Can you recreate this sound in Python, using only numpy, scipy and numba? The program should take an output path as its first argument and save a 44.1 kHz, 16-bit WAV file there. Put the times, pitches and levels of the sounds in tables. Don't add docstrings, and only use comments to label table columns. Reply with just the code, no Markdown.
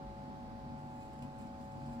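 import sys
import numpy as np
from scipy import signal
from scipy.io import wavfile
from scipy.ndimage import uniform_filter1d, map_coordinates
from numba import njit

SR = 44100
rng = np.random.default_rng(int(sys.argv[2]) if len(sys.argv) > 2 else 0)


def undo_db(level):
    steps = np.asarray(level, float) / 20
    return 10 ** steps


def to_wav(s):
    ch = np.atleast_2d(s).T
    pcm = np.round(np.clip(ch, -1, 1) * 32767)
    wavfile.write(sys.argv[1], SR, pcm.astype(np.int16))


N = 88200


@njit
def svf(x, hz, width):
    out, band_state, low_state = np.empty(len(x)), 0., 0.
    g, damping = np.tan(np.pi * hz / SR), width / hz
    for i in range(len(x)):
        v = (band_state + g * (x[i] - low_state)) / (1 + g * (g + damping))
        band_state = 2 * v - band_state
        low_state += 2 * g * v
        out[i] = damping * v
    return out


def unit(x):
    return x / np.sqrt(np.mean(x ** 2))


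def walk(rate):
    hold = int(SR / rate)
    steps = np.repeat(rng.standard_normal(N // hold + 1), hold)
    return 1.3 * uniform_filter1d(uniform_filter1d(steps, hold), hold)[:N]


def curve(table, axis=1):
    rows = np.array(table, float).T
    return np.interp(np.arange(N) / SR, rows[0], rows[axis])


def at_hz(table, hz):
    f, value = np.array(table, float).T
    return np.interp(np.log(hz), np.log(f), value)


def late(x, hz):
    # frequency in Hz, delay in ms.
    left_delay = [(150, .03), (555, .12), (664, .19), (764, .25), (864, .26), (1050, .36), (1600, .29),
                  (3000, .2)]
    heard_at = np.arange(N) - at_hz(left_delay, hz) * SR / 1000
    left = map_coordinates(x, [heard_at], order=1, mode="nearest")
    return np.array([left, x])


def split_pan(left_db):
    return undo_db(left_db * np.array([[.5], [-.5]]))


def band(hz, width):
    # frequency in Hz, shared part of the power 0-1.
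    likeness = [(25, 0.9), (50, 0.92), (150, 0.98), (215, .87), (300, 0.94), (700, 0.6), (1200, 0.41),
                (4000, 0.05)]
    # frequency in Hz, left over right in dB.
    left_tilt = [(60, -1.5), (110, 2), (200, 0.5), (380, -2.5), (700, 0.5), (1290, -2.5), (2380, -1.0),
                 (4400, -2.5), (8120, -2), (15000, 8)]
    common, left, right = (unit(svf(svf(rng.standard_normal(N), hz, width), hz, width)) for _ in range(3))
    share = np.clip(at_hz(likeness, hz), 0, 1)
    both = np.sqrt(share) * late(common, hz) + np.sqrt(1 - share) * np.array([left, right])
    return split_pan(at_hz(left_tilt, hz)) * both


def motor():
    line_hz = [555.45, 663.68, 763.72, 863.7, 100.0, 199.9]
    # level in dB, left over right in dB, wobble in dB.
    whine_lines = [(-59.5, 3.5, 1.3), (-66.5, -0.5, 0.7), (-58, -6.5, 0.9), (-54.5, 1.7, 0.73)]
    # level in dB, left over right in dB, wobble in dB.
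    hum_lines = [(-72, 14, .6), (-67, 18, 1.5)]
    drift_rad = .1
    out, t = 0, np.arange(N) / SR
    for hz, (db, left_db, wobble_db) in zip(line_hz, whine_lines + hum_lines):
        phase = 2 * np.pi * (hz * t + rng.random()) + drift_rad * walk(2.3)
        line = np.sin(phase) * undo_db(db + wobble_db * walk(7.7))
        out = out + np.sqrt(2) * late(line, hz) * split_pan(left_db)
    return out


def blown(hz, width):
    steadiness = 0.94
    x = band(float(hz), 1.84 * width)
    swelling = np.sqrt(uniform_filter1d(np.mean(x ** 2, axis=0), int(.5 * SR / width)))
    return unit(x / swelling ** steadiness)


def chimney():
    # time in seconds, level in dB.
    buffeting = [
        (0.0, -67),
        (0.08, -48),
        (0.2, -68),
        (0.47, -58),
        (0.57, -54),
        (1.0, -73),
        (1.04, -61.5),
        (1.76, -65),
        (1.91, -52),
        (2.0, -63),
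    ]
    return blown(49.2, 13) * undo_db(curve(buffeting))


def hollows():
    boom_hz = [67, 99, 141.5, 187, 208, 237, 256, 295, 997, 1050, 1125, 1264, 1392, 1553]
    # width in Hz, level in dB, follows blast 0-1, follows roar 0-1.
    booms = [(11.9, -64, 0, 0.6), (10.4, -60, 0, .1), (5.03, -56.5, 1, 0), (10, -68, 0, 0.3),
             (13.9, -59.5, 0.06, 0.03), (6.9, -54.5, 0.29, 0.99), (16.4, -60.5, .05, 0.37),
             (17.6, -67, 0.28, 0.18), (10, -73, 0.7, 0.6), (46, -69.5, .05, .05), (46.4, -74.5, .05, .05),
             (9.2, -78, .05, .05), (8.85, -77.5, 0.3, 0.3), (10.9, -77.5, 0.2, .05)]
    # time in seconds, blast in the duct in dB, fire's roar under the hood in dB.
    surges = [(0.0, -47, -51), (0.14, -69.5, -65), (0.2, -57, -56.5), (0.6, -65, -52.5),
              (0.66, -52.5, -60.5), (0.7, -58, -47.5), (0.82, -52.5, -60.5), (0.96, -60, -51.5),
              (1.11, -65.5, -64.5), (1.25, -52, -48), (1.3, -57, -63), (1.41, -58.5, -49),
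              (1.58, -67.5, -57.5), (1.61, -59, -50), (1.71, -60.5, -67.5), (1.75, -54, -53.5),
              (1.82, -49.5, -55), (2.0, -60, -45)]
    blast, roar = curve(surges, axis=1), curve(surges, axis=2)
    blast_swing, roar_swing = blast - blast.mean(), roar - roar.mean()
    out = 0
    for hz, (width, db, to_blast, to_roar) in zip(boom_hz, booms):
        out = out + blown(hz, width) * undo_db(db + to_blast * blast_swing + to_roar * roar_swing)
    return out


def air():
    # frequency in Hz, density in dB per Hz.
    duct_rush = [(25, -20.5), (45, -12.5), (165, -15.5), (270, -10), (420, -19.5), (900, -20.5),
                 (1300, -25), (1700, -28.5)]
    # frequency in Hz, density in dB per Hz.
    coal_hiss = [(2200, -32), (3300, -37.5), (5150, -35.5), (5800, -47), (7700, -42.5), (8800, -53.5),
                 (11000, -51.5), (15500, -57.5)]
    level_db, swell_db, flicker_db = -55.5, .3, .7
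    out, swell = 0, walk(0.55)
    for hz in 22 * 2 ** np.arange(0, 9.6, 1 / 4):
        band_db = at_hz(duct_rush + coal_hiss, hz) + 10 * np.log10(hz)
        moving_db = band_db + swell_db * swell + flicker_db * walk(9)
        out = out + undo_db(moving_db) * band(hz, hz / 3.48)
    return unit(out) * undo_db(level_db)


def drag():
    # time in seconds, effort in dB, brightness in dB per octave.
    strokes = [(0.6, -99, -3), (0.76, -91, -2), (0.778, -81, -5), (0.896, -82, 0.1), (1.022, -72.5, -2),
               (1.106, -81, -3), (1.218, -85, 0.1), (1.224, -72, -3), (1.298, -94, 0.1), (1.34, -82, 0.1),
               (1.362, -86, 4), (1.4, -72, -3), (1.48, -79.5, -2), (1.488, -91, 0.1), (1.614, -79, 4),
               (1.748, -79, -6), (1.934, -75, -3), (1.97, -83, 4)]
    grains_per_s, spread_db, level_db = 2300, 2, -0.5
    hits = (rng.random(N) < grains_per_s / SR) * rng.choice([-1, 1], N)
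    grains = hits * undo_db(spread_db * rng.exponential(size=N))
    touching = np.arange(N) / SR > strokes[0][0]
    return unit(grains) * undo_db(curve(strokes) + level_db) * touching, curve(strokes, axis=2)


def knocks():
    # start in seconds, peak in dB, brightest near in Hz, T60 in seconds.
    strikes = [(.789, -69, 8500, .06), (1.1323, -63.5, 7000, .05), (1.1894, -63, 7000, 0.035),
               (1.2226, -55.5, 3570, 0.047), (1.2240, -60, 9400, 0.047), (1.384, -67, 9000, .06),
               (1.406, -65, 7000, 0.052), (1.4694, -65, 6000, .03), (1.611, -65, 5500, 0.06),
               (1.7194, -62, 6950, 0.026), (1.8594, -60, 6500, 0.024), (1.9344, -57, 13000, .01)]
    level_db = -4.5
    t, out, rattle = np.arange(N) / SR, np.zeros(N), rng.standard_normal(N)
    for start, db, hz, t60 in strikes:
        decay = (t > start) * undo_db(db + level_db - 60 * np.abs(t - start) / t60)
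        out += svf(rattle * decay, float(hz), 1.1 * hz)
    return out


def in_room(dry):
    right_db, wet_db, t60_s = 4.5, -3, .18
    t = np.arange(SR // 2) / SR
    tail = rng.standard_normal((2, SR // 2)) * undo_db(-60 * t / t60_s)
    tail = tail / np.sqrt(np.sum(tail[0] ** 2))
    wet = signal.fftconvolve(dry[None], tail, axes=1)[:, :N]
    return late(dry, 5000) * split_pan(-right_db) + undo_db(wet_db) * wet


def poker():
    ring_hz = [2505, 2950, 4300, 5100, 6800, 7470, 7950, 9200, 10750, 11600]
    # level when dragged in dB, level when knocked in dB, width in Hz.
    rings = [(1, 3, 52), (-7, 7, 310), (-2.5, -7, 460), (-5.5, 1, 390), (0, -14, 460), (6.5, 4.5, 140),
             (-5, 2.5, 200), (-9.5, -25, 700), (-8, -2, 300), (-11, -7, 350)]
    grit_db, crack_db = -6.5, -2.5
    dragged, bright = drag()
    knocked = knocks()
    dry = undo_db(grit_db + bright) * svf(dragged, 11800., 10000.) + undo_db(crack_db) * knocked
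    for hz, (drag_db, knock_db, width) in zip(ring_hz, rings):
        tilt_db = bright * np.log2(hz / 6000)
        push = undo_db(drag_db + tilt_db) * dragged + undo_db(knock_db) * knocked
        dry = dry + np.sqrt(3000 / width) * svf(push, float(hz), float(width))
    return in_room(dry)


def scene():
    return motor() + chimney() + hollows() + air() + poker()


def roll_off(x):
    return signal.sosfilt(signal.butter(12, 15600, fs=SR, output="sos"), x)


def record(dry):
    mix = dry - .0003
    return roll_off(mix)


dry = scene()
out = record(dry)
to_wav(out)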